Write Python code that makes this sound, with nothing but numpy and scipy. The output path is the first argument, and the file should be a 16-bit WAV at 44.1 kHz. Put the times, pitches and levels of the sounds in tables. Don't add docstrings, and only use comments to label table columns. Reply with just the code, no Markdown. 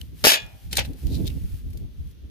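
import sys
import numpy as np
from scipy import signal
from scipy.fft import rfft, irfft
from scipy.io import wavfile
from scipy.ndimage import uniform_filter1d

SR = 44100
rng = np.random.default_rng(int(sys.argv[2]) if len(sys.argv) > 2 else 0)


def persist_wave(psi):
    counts = np.round(np.clip(psi, -1, 1) * 32767).astype(np.int16)
    wavfile.write(sys.argv[1], SR, np.atleast_2d(counts).T)


N = 101429

# (time [s], level [dB], t60 [s])
SNAP_BLOWS = [(.2402, -16.5, 0.058), (.2436, -9, 0.044), (.2502, -7.5, 0.02), (.2686, -5.5, 0.021),
              (.2815, -23, 0.071), (.3160, -22, 0.095)]
# (frequency [Hz], relative level [dB])
BLOW_SPECTRUM = [(60, -13), (140, -9.5), (250, 1), (350, 0), (425, 3), (530, -1.5), (640, 4), (730, -1),
                 (850, 2.5), (1050, -4.5), (1280, -6), (1700, -0.5), (2200, -6), (3400, -4), (5500, -11),
                 (8300, -27), (11000, -28), (15000, -14)]
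# (time [s], level [dB], t60 [s])
SPRING_SURGES = [(0.2402, -24.5, 0.071), (0.249, -17.5, .12), (0.2563, -15.5, 0.16), (0.268, -14.5, 0.27),
                 (0.2807, -17, 0.23), (0.292, -19.5, 0.18), (0.303, -18, .2), (0.317, -18, .18),
                 (0.33, -21.5, 0.14), (0.337, -19.5, .13), (.3520, -26.5, .13)]
# (frequency [Hz], relative level [dB])
SPRING_SPECTRUM = [(120, -41.5), (280, -16.5), (450, -11.5), (620, 1), (800, -6), (1150, -7.5), (1700, -1),
                   (2050, -4.5), (2550, 3), (3300, 2.5), (3800, 1.5), (4600, -6), (6000, -12), (7200, -10),
                   (9000, -25.5)]
# (frequency [Hz], relative level [dB])
FIZZ_SPECTRUM = [(3000, -24), (5000, 3.5), (7000, -1), (8300, -3.5), (9500, -2), (11700, -1.5), (14500, -4),
                 (16000, -17)]
# (frequency [Hz], relative level [dB], t60 [s])
METAL_MODES = [(662, -4, 0.22), (884, -12.5, 0.37), (1687, 7.5, 0.14), (1740, -2, .15), (2400, -6.5, 0.28),
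               (2454, 0, 0.34), (2604, -0.5, .22), (2630, -19, 0.54), (2875, -1.5, .22), (3406, 1, 0.18),
               (4090, 0, .13), (4430, -15, .15), (4570, -4, .13)]
# (time [s], level [dB], swell [s], t60 [s])
LATCH_CLICKS = [(0.713, -42, .002, 0.27), (0.73, -20.5, 0.0014, 0.015), (0.7545, -29.5, 0.00073, 0.02),
                (0.7709, -13, 0.0018, 0.023), (0.7816, -27.5, .001, .035), (.7940, -22.5, .002, 0.02),
                (0.854, -42, .008, .05)]
# (frequency [Hz], relative level [dB])
CLICK_SPECTRUM = [(200, -26), (550, -20), (800, -4.5), (1080, -16), (1700, -1), (2200, -0.5), (3500, 3),
                  (4800, -1.5), (7000, -2.5), (8500, -1.5), (12000, -2.5), (15000, -5)]
# (time [s], level [dB], t60 [s])
TUBE_CLACKS = [(.7295, -34, 0.13), (.7826, -17, 0.061), (.7895, -16.5, .05), (.8035, -24.5, 0.097),
               (.8490, -38.5, .08)]
# (frequency [Hz], relative level [dB])
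CLACK_SPECTRUM = [(100, -9), (320, -10.5), (550, 1.5), (660, -4), (800, -0.5), (1100, -14.5), (1500, -5.5),
                  (1850, -3.5), (2200, 0), (2600, 1), (4200, -5), (6500, -14), (9000, -25), (15000, -34)]
# (time [s], level [dB], t60 [s])
TWIG_CRACKLES = [(.3675, -34, 0.012), (.4645, -45, 0.013), (.9328, -45.5, 0.032), (.9712, -52, 0.031),
                 (1.0695, -30.5, 0.0099), (1.1283, -43, 0.01), (1.2445, -47, 0.024), (1.2702, -29.5, 0.011),
                 (1.278, -34, 0.011), (1.704, -51, 0.052), (1.7319, -47.5, 0.045), (1.7728, -42.5, 0.04),
                 (2.073, -54, 0.024), (2.112, -53, 0.029)]
# (frequency [Hz], relative level [dB])
CRACKLE_SPECTRUM = [(500, -33), (1400, -16), (2300, -4.5), (4000, 2.5), (6000, -2), (8000, -5.5),
                    (12000, 0.5), (15000, 1)]
# (time [s], level [dB], swell [s], t60 [s], pitch [Hz])
TICK_AND_SCRAPES = [(0.0143, -29, 0.00065, 0.01, 3240), (1.152, -39, 0.029, .12, 4000),
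                    (1.278, -33.5, 0.012, 0.045, 3610), (1.303, -42.5, 0.0074, 0.059, 2700)]
# (time [s], level [dB])
MULCH_RUSTLE = [(0, -55), (.13, -65), (.19, -50.5), (.24, -49.5), (.45, -61), (.52, -59.5), (.67, -56),
                (.70, -59), (.86, -53.5), (.95, -61.5), (.99, -52.5), (1.15, -50.5), (1.21, -50.5),
                (1.30, -52.5), (1.40, -55), (1.58, -53.5), (1.64, -63), (1.79, -60.5), (1.88, -68.5),
                (2.10, -62.5), (2.17, -70), (2.3, -69.5)]
# (frequency [Hz], relative level [dB])
RUSTLE_SPECTRUM = [(400, -6), (1200, -7.5), (2500, -1), (4500, -2), (7600, -7), (11500, -1), (15000, -3)]
# (time [s], deep rumble [dB], flutter before FLUTTER_DB [dB], left minus right [dB])
MIC_RUMBLE = [(0, -42, -56, 0), (.2, -44, -56, 0), (.35, -48, -57, 0), (.6, -53, -63, 0),
              (.66, -34, -55, 0), (.75, -39, -51, 0), (.84, -32, -47, 2), (.97, -42, -51, 0),
              (1.01, -42, -55, -2), (1.04, -29, -39, -4), (1.2, -29, -33, -4), (1.3, -31, -41, -4),
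              (1.41, -33, -49, -3), (1.6, -38, -54, 0), (1.8, -37, -49, 2), (1.93, -42, -55, 2),
              (2.05, -38, -58, 1), (2.15, -47, -58, 1), (2.3, -43, -53, 0)]
# (time [s], deep rumble [dB], flutter before FLUTTER_DB [dB], half-length [s])
MIC_BUFFETS = [(.027, -34, -50, .015), (.088, -37, -56, .012), (.142, -37, -45, .012),
               (.246, -28, -42, .012), (.45, -38, -52, .025), (.548, -39, -58, .015), (.73, -36, -40, .012),
               (.79, -26, -37, .02), (.90, -32, -35, .018), (.95, -48, -43, .012), (1.062, -20, -35, .011),
               (1.12, -24, -31, .014), (1.165, -25, -37, .015), (1.212, -27, -26, .012),
               (1.248, -22, -32, .01), (1.30, -26, -50, .015), (1.368, -26, -35, .013),
               (1.42, -27, -52, .012), (1.449, -22, -39, .008), (1.543, -27, -47, .013),
               (1.665, -27, -47, .018), (1.71, -31, -50, .012), (1.757, -31, -42, .013),
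               (1.82, -31, -41, .012), (1.85, -29, -44, .012), (2.005, -30, -51, .013),
               (2.06, -33, -54, .025), (2.25, -36, -51, .015)]
# (frequency [Hz], relative level [dB])
RUMBLE_SPECTRUM = [(15, -28), (28, -13.5), (45, 1), (68, 3), (100, -3), (150, -10), (260, -26.5),
                   (600, -62)]
# (frequency [Hz], relative level [dB])
FLUTTER_SPECTRUM = [(70, -8), (140, 3), (260, 3), (380, -7), (550, -16.5), (900, -22.5), (2000, -43.5)]
# (frequency [Hz], relative level [dB])
AIR_SPECTRUM = [(100, 9), (400, 6.5), (800, -6.5), (1400, -2.5), (2200, -4), (3300, 1.5), (5000, -6.5),
                (6500, -6), (7600, -55), (10000, -47), (15000, -16)]

TREBLE_DB, TREBLE_FADE_DB_PER_S, TREBLE_T60_SHARE = 3.5, 75, 0.5
RATTLE_PER_S, RATTLE_SCATTER_DB = 5000, 3.5
CHATTER_HZ, CHATTER_DB = 260.3, 1.5
COIL_LOW_HZ, COIL_HIGH_HZ, COIL_T60_S, COIL_DB = 2990, 14440, .035, -4.5
RING_DB = -11.5
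NOTE_HZ, NOTE_DB, NOTE_T60_S = 783, -56, 1.8
BLOW_LAG_S, SPRING_LAG_S, LATCH_LAG_S = 0.0002, 0.0004445, .00044
SCRAPE_WIDTH_OCT = 0.1
LEFT_DB = 1.9
DEEP_DB, FLUTTER_DB = 0, 0.5
RUMBLE_EVENNESS = .45
YARD_DB, YARD_T60_S = -32.5, .7
AIR_DB = -63
TOP_HZ = 15200


def snap():
    blows = colour(grains(9800, 0.88, like=1.0) * strikes(SNAP_BLOWS), BLOW_SPECTRUM)
    bursts = chatter()
    rattle = grains(RATTLE_PER_S, RATTLE_SCATTER_DB, like=0.61) * strikes(SPRING_SURGES) * bursts

    age = np.maximum(np.arange(N) / SR - SPRING_SURGES[0][0], 0)
    short_surges = [(at, db, t60 * TREBLE_T60_SHARE) for at, db, t60 in SPRING_SURGES]
    fizz_level = strikes(short_surges) * undb(TREBLE_DB - TREBLE_FADE_DB_PER_S * age)
    fizz = fizz_level * np.sqrt(bursts) * grains(12000, 2.0, like=0.5)

    spring = colour(rattle, SPRING_SPECTRUM) + colour(coil(fizz), FIZZ_SPECTRUM) + ring(rattle)
    return late(blows + note(), BLOW_LAG_S) + late(spring, SPRING_LAG_S)


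def chatter():
    step_length = int(SR / CHATTER_HZ)
    levels = np.clip(rng.standard_normal(N // step_length + 1), -2, 2)
    steps = levels[np.arange(N) // step_length]
    return unit(undb(CHATTER_DB * uniform_filter1d(steps, step_length // 4)))


def coil(force):
    t = np.arange(SR // 5) / SR
    modes = 0
    for place, turn in rng.random(size=(70, 2)):
        hz = COIL_LOW_HZ + (COIL_HIGH_HZ - COIL_LOW_HZ) * place
        modes = modes + np.sin(2 * np.pi * (hz * t + turn))
    modes = unit(modes * np.exp(-np.log(1000) * t / COIL_T60_S)) / np.sqrt(len(t))
    return force + undb(COIL_DB) * signal.fftconvolve(force, modes[None], axes=1)[:, :N]


def ring(force):
    t = np.arange(N) / SR
    phases = rng.uniform(0, 2 * np.pi, (len(METAL_MODES), 2, 1))
    modes = 0
    for (hz, db, t60), phase in zip(METAL_MODES, phases):
        decay = np.exp(-np.log(1000) * t / t60)
        modes = modes + undb(db) * decay * np.sin(2 * np.pi * hz * t + phase)
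    return undb(RING_DB) * signal.fftconvolve(force, unit(modes) / np.sqrt(N), axes=1)[:, :N]


def note():
    return strike(SNAP_BLOWS[3][0], NOTE_DB, NOTE_T60_S) * np.sin(2 * np.pi * NOTE_HZ * np.arange(N) / SR)


def latch():
    slide = sum(strike(at, db, t60, swell) for at, db, swell, t60 in LATCH_CLICKS)
    clicks = colour(coil(slide * grains(12000, 1.8, like=.3)), CLICK_SPECTRUM)
    clacks = colour(strikes(TUBE_CLACKS) * grains(6000, 2.7, like=0.27), CLACK_SPECTRUM)
    return late(clicks + clacks, LATCH_LAG_S)


def soil():
    rustle = colour(grains(5700, 4, like=0.29), RUSTLE_SPECTRUM) * curve(MULCH_RUSTLE)
    cracks = grains(18000, 2.4, like=0.086) * strikes(TWIG_CRACKLES, swell=.0001)
    out = rustle + colour(cracks, CRACKLE_SPECTRUM)
    for at, db, swell, t60, hz in TICK_AND_SCRAPES:
        below = hz * 2 ** (-2 * SCRAPE_WIDTH_OCT)
        above = hz * 2 ** SCRAPE_WIDTH_OCT
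        band = [(hz / 3, -36), (below, -10), (hz, 0), (above, -7), (hz * 2, -20)]
        out = out + colour(grains(2500, 4, like=0.18) * strike(at, db, t60, swell), band)
    return out


def rumble():
    t, out = np.arange(N) / SR, 0
    layers = ((1, DEEP_DB, RUMBLE_SPECTRUM, 210), (2, FLUTTER_DB, FLUTTER_SPECTRUM, 640))
    for column, db, points, edge_hz in layers:
        power = curve(MIC_RUMBLE, column) ** 2
        for row in MIC_BUFFETS:
            power = power + undb(row[column]) ** 2 * np.exp(-((t - row[0]) / row[3]) ** 2)
        lowpass = signal.butter(3, edge_hz, fs=SR, output="sos")
        turbulence = unit(signal.sosfilt(lowpass, eddies(points)))
        out = out + undb(db) * np.sqrt(power) * turbulence
    return out * np.sqrt(curve(MIC_RUMBLE, axis=3)) ** np.array([[1], [-1]])


def eddies(points):
    x = colour(noise(.1), points)
    swings = np.abs(signal.hilbert(x, 2 ** 17))[:, :N]
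    return unit(x / swings ** RUMBLE_EVENNESS)


def yard(x):
    points = [(100, -11.5), (700, 8), (3000, -6), (7000, -13), (15000, -12.5)]
    tail = colour(noise(0), points) * strike(0.02, 0, YARD_T60_S, swell=0.0026)
    return undb(YARD_DB) * signal.fftconvolve(x, unit(tail) / np.sqrt(N), axes=1)[:, :N]


def air():
    return undb(AIR_DB) * colour(noise(0.12), AIR_SPECTRUM)


def grains(per_s, scatter_db, like):
    size = undb(scatter_db * np.minimum(rng.exponential(size=(3, N)), 4))
    sign = np.sign(rng.standard_normal((3, N)))
    hits = rng.random((3, N)) < per_s / SR
    return unit(ports(sign * size * hits, like))


def noise(like):
    return ports(rng.standard_normal((3, N)), like)


def ports(x, like):
    return np.sqrt(like) * x[0] + np.sqrt(1 - like) * x[1:]


def strike(at, db, t60, swell=0.00058):
    t = np.arange(N) / SR - at
    return undb(db) * np.exp(np.minimum(t / swell, -np.log(1000) * t / t60))


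def strikes(rows, swell=.0004):
    return np.sqrt(sum(strike(*row, swell) ** 2 for row in rows))


def colour(x, points):
    size, p = 2 ** 17, np.array(points)
    hz = np.maximum(np.fft.rfftfreq(size, 1 / SR), 1)
    gain = unit(undb(np.interp(np.log(hz), np.log(p[:, 0]), p[:, 1])))
    cepstrum = irfft(np.log(gain))
    cepstrum[1:size // 2] *= 2
    cepstrum[size // 2 + 1:] = 0
    return irfft(rfft(x, size) * np.exp(rfft(cepstrum)))[..., :N]


def late(x, lag):
    hz = np.fft.rfftfreq(2 ** 17, 1 / SR)
    right = irfft(rfft(x[1], 2 ** 17) * np.exp(-2j * np.pi * hz * lag))[:N]
    return np.array([x[0], right])


def curve(rows, axis=1):
    rows = np.array(rows)
    return undb(np.interp(np.arange(N) / SR, rows[:, 0], rows[:, axis]))


def undb(db):
    return 10 ** (np.asarray(db) / 20)


def unit(x):
    return x / np.sqrt(np.mean(x ** 2))


def scene():
    balance = undb(np.array([[LEFT_DB], [-LEFT_DB]]) / 2)
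    near = (snap() + latch() + soil()) * balance
    return near + yard(near) + rumble() + air()


def record(dry):
    lowpass = signal.ellip(10, .2, 70, TOP_HZ, fs=SR, output="sos")
    return signal.sosfilt(lowpass, np.clip(dry, -1, 1))


dry = scene()
out = record(dry)
persist_wave(out)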